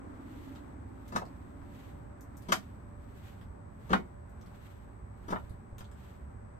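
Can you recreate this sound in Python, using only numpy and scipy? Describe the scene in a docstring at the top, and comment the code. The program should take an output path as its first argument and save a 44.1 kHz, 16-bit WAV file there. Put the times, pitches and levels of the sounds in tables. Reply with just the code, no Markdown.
"""Town rumble and a thin high whine run throughout, with a vehicle fading away, under cloth swishes and gear ticks.
Place: the brick corner of a roof terrace, where a fencer thrusts four times at a padded pipe on a wooden stand.
Each tip lands, drags and bends for some 35 ms before the target knocks; the walls answer both at once.
Blows ring damped modes and spit noise through wall echoes; cloth and town are shaped noise, the whine two sines."""
import sys
import numpy as np
from scipy import signal
from scipy.fft import rfft, irfft, next_fast_len
from scipy.io import wavfile
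from scipy.ndimage import map_coordinates

SR = 44100
rng = np.random.default_rng(int(sys.argv[2]) if len(sys.argv) > 2 else 0)


def file_out(sig):
    """Save sig as 16-bit WAV at sys.argv[1]."""
    # one column per channel
    cols = np.atleast_2d(sig).T
    # limit, then scale
    lim = np.clip(cols, -1, 1)
    pcm = np.round(lim * 32767).astype(np.int16)
    wavfile.write(sys.argv[1], SR, pcm)


N = 290619
TIME_S = np.arange(N) / SR
TAIL_S = np.arange(SR // 3) / SR  # time axis of every short sound
IMPULSE = (TAIL_S == 0) * 1.0


# The tip lands and drags: [t/s, ring level/dB, stand thud level/dB, crack level/dB,
# crack tilt/dB per octave, softness corner f/Hz, drag/s]
TIP_TOUCHES = [(1.12, -38, -35, -50, 0, 1200, 0.056), (2.484, -36.5, -30.5, -43, -2, 1110, 0.031),
               (3.892, -39, -61, -51, 0, 1499, 0.066), (3.902, -38.5, -22.5, -36.5, -7, 2150, 0.04),
               (5.280, -38, -35.5, -51.5, 1.5, 1200, 0.031), (5.302, -42, -39, -48, 2.5, 1200, 0.0073)]
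# The target knocks, rebounds or springs back: [t/s, ring level/dB, stand thud level/dB, crack level/dB,
# crack tilt/dB per octave, softness corner f/Hz, pitch ratio]
TARGET_KNOCKS = [(1.150, -40, -33.5, -53, 1, 1200, 1.0), (1.158, -27, -35.5, -32.5, -2.5, 1570, 0.92),
                 (1.215, -37, -48, -49, -11, 1200, 0.73), (2.519, -23.5, -31.5, -23, 0, 2080, 1.025),
                 (3.9293, -19, -25.5, -25.5, -8, 2030, 1.046), (5.317, -43, -37, -55, 3, 1000, 1.08),
                 (5.323, -28, -32.5, -33.5, -14.5, 960, 0.96), (5.356, -34.5, -46, -51, -20, 1850, 1.02),
                 (5.804, -49, -51, -52.5, -2, 1475, 1)]


def thrusts():
    """The tip chatters over the padding while the blade bends; then the target takes sharp knocks."""
    out = np.zeros((2, N))
    for s, ring_db, thud_db, crack_db, tilt_db, soft_hz, drag_s in TIP_TOUCHES:
        # cubed noise is spiky
        chatter = rng.standard_normal(len(TAIL_S)) ** 3 * np.exp(-(TAIL_S / drag_s) ** 2)
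        force = 0.69 * unit(IMPULSE) + unit(chatter)
        add(out, s, target(force, ring_db, thud_db, crack_db, tilt_db, soft_hz, pitch=0.96))
    for s, *blow in TARGET_KNOCKS:
        single_impulse = np.ones(1)
        add(out, s, target(single_impulse, *blow))
    return out


# Modes of the padded pipe: [f/Hz, relative level/dB, t60/s]
PIPE_MODES = [(526, -11.5, 0.054), (637, -6.5, 0.081), (738, -5, 0.086), (883, -8, 0.13),
              (950, -2.5, 0.048), (1021, 0, 0.027), (1205, -0.5, 0.033), (1360, 1.5, 0.061),
              (1482, -5, 0.086), (1703, -5.5, 0.023), (1800, -6.5, 0.075), (1920, -8, 0.12),
              (2110, -11, 0.13), (2340, -13, 0.08), (2908, -10.5, 0.06), (3617, -7.5, 0.064)]
# Modes of its wooden stand: [f/Hz, relative level/dB, t60/s]
STAND_MODES = [(151, -16.5, 0.2), (196.8, 3, 0.14), (219.3, -9.5, 0.16), (243, -4.5, 0.097),
               (330, -7.5, 0.053), (384, -5, 0.19), (461.3, -8.5, 0.092)]


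def target(force, ring_db, thud_db, crack_db, tilt_db, soft_hz, pitch):
    """A force rings the pipe, shakes the stand and cracks at the point of contact."""
    heard = through(force, terrace(wet_db=-7, left_db=3.5))
    pipe = ring(PIPE_MODES, pitch, soft_hz, heard)
    stand = ring(STAND_MODES, pitch, soft_hz, heard) * amp([[-1.8], [1.8]])  # leans right
    heard_crack = through(force, terrace(wet_db=0, left_db=6))
    snap = through(crack(life_s=0.0045, tilt_db=tilt_db), heard_crack)
    return amp(ring_db) * pipe + amp(thud_db) * stand + amp(crack_db) * burst(snap)


def ring(modes, pitch, soft_hz, heard):
    """Damped modes heard through the terrace; a soft blow reaches the high ones less."""
    contact_s = 0.00036  # time constant of a blow building up in the modes
    hz, db, t60 = np.transpose(modes)[..., None]
    envelopes = amp(-60 * TAIL_S / t60) * (1 - np.exp(-TAIL_S / contact_s))
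    waves = envelopes * np.sin(2 * np.pi * hz * pitch * TAIL_S)
    varied_db = db + rng.normal(0, 1, db.shape)
    sizes = amp(varied_db) / np.sqrt(1 + (hz / soft_hz) ** 4)
    total = 0
    for k, (size, wave) in enumerate(zip(sizes, waves)):
        sign = (-1) ** k  # neighbours swing opposite ways
        total = total + sign * size * unit(through(wave, heard))
    return burst(total)


# Colour of a hard contact: [f/Hz, level/dB per Hz]
CONTACT_COLOUR = [(300, -19), (900, 5.5), (1500, 10), (2300, 1.5), (3000, 3), (4500, 0.5), (6300, -2),
                  (8000, -4.5), (10500, -13), (13000, -6), (14300, -30), (16000, -48)]


def crack(life_s, tilt_db):
    """A spit of decaying noise from a hard contact, tilted in dB per octave."""
    spit = rng.standard_normal(len(TAIL_S)) * np.exp(-TAIL_S / life_s)

    def colour(hz):
        return amp(along(CONTACT_COLOUR, hz) + tilt_db * np.log2((hz + 300) / 6000))

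    return filtered(spit, colour)


# Paths from the corner: [delay t/s, relative level/dB, lead at the left microphone t/s]
WALL_PATHS = [(.0003, -2.5, 0.00037), (.0022, 10.5, 0.00034), (.0037, -1, 0.00036), (.0056, 5.5, .0004),
              (.0074, 3, 0.0005), (0.0113, 0.5, 0.00045)]
# Decay of the diffuse tail: [f/Hz, t60/s]
TERRACE_DECAY = [(150, 0.26), (600, 0.2), (1500, 0.13), (4000, 0.15), (13000, 0.15)]


def terrace(wet_db, left_db):
    """Direct sound and wall echoes, plus a fresh short diffuse tail at wet_db relative to them."""
    def walls(hz):
        response = 0
        for delay, db, lead in WALL_PATHS:
            arrivals = np.array([[delay], [delay + lead]])  # left, right
            response = response + amp(db) * np.exp(-2j * np.pi * hz * arrivals)
        return response

    early = filtered(IMPULSE, walls) * amp([[left_db / 2], [-left_db / 2]])
    hz, t, noise = signal.stft(rng.standard_normal((2, len(TAIL_S))), SR, nperseg=256)
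    decaying = noise * amp(-60 * t / along(TERRACE_DECAY, hz)[:, None])
    tail = signal.istft(decaying, SR, nperseg=256)[1][:, :len(TAIL_S)]
    build_up = (1 - np.exp(-TAIL_S / 0.0027)) ** 2
    return unit(early) + amp(wet_db) * unit(tail * build_up)


def fencer():
    """Gear, soles and cloth sound as the body moves in and out."""
    return gear_ticks() + footsteps() + clothes()


# Small ticks of hilt and glove: [t/s, level/dB before the direct and echo gains, brightness/dB per octave]
GEAR_TICKS = [(0.553, -58, -5), (0.559, -55.5, -4), (1.081, -57, 4), (1.254, -56.5, -1.5),
              (1.618, -53, -11.5), (2.209, -57.5, 15), (2.37, -56.5, 15.5), (2.378, -66, 10),
              (2.423, -62, 13), (3.413, -57.5, -5), (4.295, -71, 12), (4.413, -62, -1), (4.462, -65.5, 9),
              (5.496, -62, 5), (5.783, -51.5, 3.5), (5.844, -59.5, 0.5), (5.915, -58, -1)]


def gear_ticks():
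    """Very short contact noise, straight to the microphones and by way of the walls."""
    direct_db, echo_db = -8.5, -1.5
    out = np.zeros((2, N))
    for s, db, tilt_db in GEAR_TICKS:
        click = crack(life_s=0.00041, tilt_db=tilt_db)
        echo = through(click, terrace(wet_db=8, left_db=17))
        tick = amp(direct_db) * burst(click) + amp(echo_db) * burst(echo)
        add(out, s, amp(db) * tick)
    return out


# Shoes shift on the tiles: [t/s, level/dB]
SHOE_SHIFTS = [(1.629, -46), (5.437, -42), (5.505, -39.5), (5.54, -43.5), (5.725, -39.5), (5.805, -40)]


def footsteps():
    """Each sole gives a low, quickly damped bump."""
    out = np.zeros((2, N))
    for s, db in SHOE_SHIFTS:
        push = np.sin(2 * np.pi * 115 * TAIL_S) * np.exp(-TAIL_S / 0.013)
        add(out, s, amp(db) * burst(through(push, terrace(wet_db=-18, left_db=-3))))
    return out


# Swishes on each retreat and each lunge, in turn: [t/s of fastest motion, level/dB, swell/s, settle/s]
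CLOTH_SWISHES = [(0.49, -63, 0.26, 0.14), (1.10, -69.5, 0.17, 0.41), (1.81, -64, 0.11, 0.13),
                 (2.55, -64.5, 0.15, 0.14), (3.28, -64, .2, 0.12), (3.91, -66.5, .12, 0.13),
                 (4.65, -65, 0.18, 0.16), (5.34, -65, 0.11, 0.16), (6.05, -65.5, 0.12, 0.13)]
# Colour of the cloth noise: [f/Hz, level/dB per Hz]
CLOTH_COLOUR = [(900, 2), (1800, 11.5), (3500, 6.5), (5500, -4), (7000, -0.5), (10000, -14), (11500, -0.5),
                (13200, -3.5), (16000, -14)]


def clothes():
    """Cloth noise swells with the motion of the body and flutters with its folds."""
    motion = sum(amp(db) * swell(s, rise, fall) for s, db, rise, fall in CLOTH_SWISHES)
    flutter = amp(1.5 * wobble(45))
    return motion * flutter * air(lambda hz: amp(along(CLOTH_COLOUR, hz)))


def swell(s, rise, fall):
    """A hump that peaks at time s."""
    shape = 1.27  # 1 = pointed, 2 = rounded
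    t = TIME_S - s
    return np.exp(-np.abs(t / np.where(t < 0, rise, fall)) ** shape)


# Colour of the town's low rumble: [f/Hz, level/dB per Hz]
RUMBLE_COLOUR = [(20, -13), (30, -11), (45, -0.5), (65, 5), (92, 2.5), (112, 0), (130, -4.5), (200, -7),
                 (254, -9), (325, -22), (390, -14.5), (450, -19), (600, -61)]
# Colour of traffic wash and road noise: [f/Hz, level/dB per Hz]
WASH_COLOUR = [(150, -10), (330, 1), (500, 3.5), (1000, 3.5), (1600, -4), (2200, -11.5), (3000, -24),
               (5000, -30.5), (8500, -28), (10000, -38), (13000, -52), (16000, -71)]
# Fan hums: [f/Hz, nominal width/Hz, level/dB before the left-right lean]
FAN_HUMS = [(102.7, 14, -59.5), (210, 16, -67), (358.5, 7.9, -70), (581.3, 7, -66.5), (791.7, 8, -72.5)]


def town():
    """Steady traffic rumble and wash, one far vehicle fading away, and fan hums, all as shaped noise."""
    rumble_db, wash_db = -49, -59  # steady traffic
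    engine_db, road_db, recede_db_per_s = -49, -57, 4  # far vehicle: levels at 0 s, then its fade
    receding = amp(-recede_db_per_s * TIME_S)
    rumble = amp(rumble_db + 0.9 * wobble(6)) * air(lambda hz: amp(along(RUMBLE_COLOUR, hz)))
    engine = amp(engine_db) * receding * narrow(270.5, 63.6)
    road = np.hypot(amp(wash_db), amp(road_db) * receding)  # powers add
    wash = road * amp(0.6 * wobble(4.52)) * air(lambda hz: amp(along(WASH_COLOUR, hz)))
    hums = 0
    for hz, width, db in FAN_HUMS:
        left_db = along([(300, -1.5), (800, 0.5)], hz)  # low hums lean right, higher ones left
        hums = hums + amp(db + left_db * np.array([[1], [-1]])) * narrow(hz, width)
    return (rumble + engine) * amp([[-1.2], [1.2]]) + wash * amp([[0.6], [-0.6]]) + hums


# Two close tones that beat: [f/Hz, level/dB before the overall and left-right gains]
WHINE_TONES = [(7946, -86.5), (8037, -83.5)]


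def whine():
    """Two close sines, barely wandering in level, make a thin whine leaning left."""
    tones = 0
    for hz, db in WHINE_TONES:
        sine = np.sqrt(2) * np.sin(2 * np.pi * hz * TIME_S)
        tones = tones + amp(db + 0.41 * wobble(3.96)) * sine
    return tones * amp(-1 + 6.5 * np.array([[1], [-1]]))


# How alike left and right are: [f/Hz, likeness from -1 to 1]
LIKENESS = [(60, 0.84), (130, 0.94), (290, .5), (640, -0.43), (1400, -0.052), (7000, -0.045), (12000, 0.57)]


def air(colour):
    """Diffuse stereo noise of rms 1, its left-right likeness set by frequency."""
    def mid_side(hz):
        turn = np.arccos(np.clip(along(LIKENESS, hz), -1, 1)) / 2
        return colour(hz) * np.array([np.cos(turn), np.sin(turn)])

    mid, side = filtered(rng.standard_normal((2, N)), mid_side)
    return unit(np.array([mid + side, mid - side]))


def narrow(centre_hz, width):
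    """A fuzzy tone: noise in one steep resonance."""
    return air(lambda hz: 1 / (1 + ((hz - centre_hz) / (0.74 * width)) ** 2))


def amp(db):
    """Decibels to amplitude."""
    return 10 ** (np.asarray(db) / 20)


def unit(x):
    """Scale to rms 1."""
    return x / np.sqrt(np.mean(x ** 2) + 1e-20)


def burst(x):
    """Scale a short sound to the energy of 10 ms at full level."""
    return unit(x) * np.sqrt(0.01 * SR / x.shape[-1])


def along(points, hz):
    """Read (Hz, value) points on a log frequency axis."""
    f, v = np.transpose(points)
    return np.interp(np.log(hz + 1), np.log(f + 1), v)


def wobble(rate):
    """A smooth random curve, rate knots a second."""
    knots = rng.standard_normal(int(N * rate / SR) + 4)
    return map_coordinates(knots, [np.arange(N) * rate / SR])


def filtered(x, response):
    """Apply a complex response of frequency to x."""
    n = x.shape[-1]
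    m = next_fast_len(n + SR // 4)
    return irfft(rfft(x, m) * response(np.fft.rfftfreq(m, 1 / SR)), m)[..., :n]


def through(x, response):
    """Convolve a short sound with a stereo response."""
    return signal.fftconvolve(np.atleast_2d(x), response, axes=1)[:, :len(TAIL_S)]


def add(track, s, sound):
    """Mix a sound into the track at time s."""
    part = track[:, max(0, round(s * SR)):][:, :sound.shape[-1]]
    part += sound[:, :part.shape[1]]


def scene():
    """Thrusts at the target, then the fencer's body, the town and the whine, summed."""
    return thrusts() + fencer() + town() + whine()


def record(dry):
    """Keep only the sound below 15.8 kHz."""
    return filtered(dry, lambda hz: hz < 15800)


dry = scene()
out = record(dry)
file_out(out)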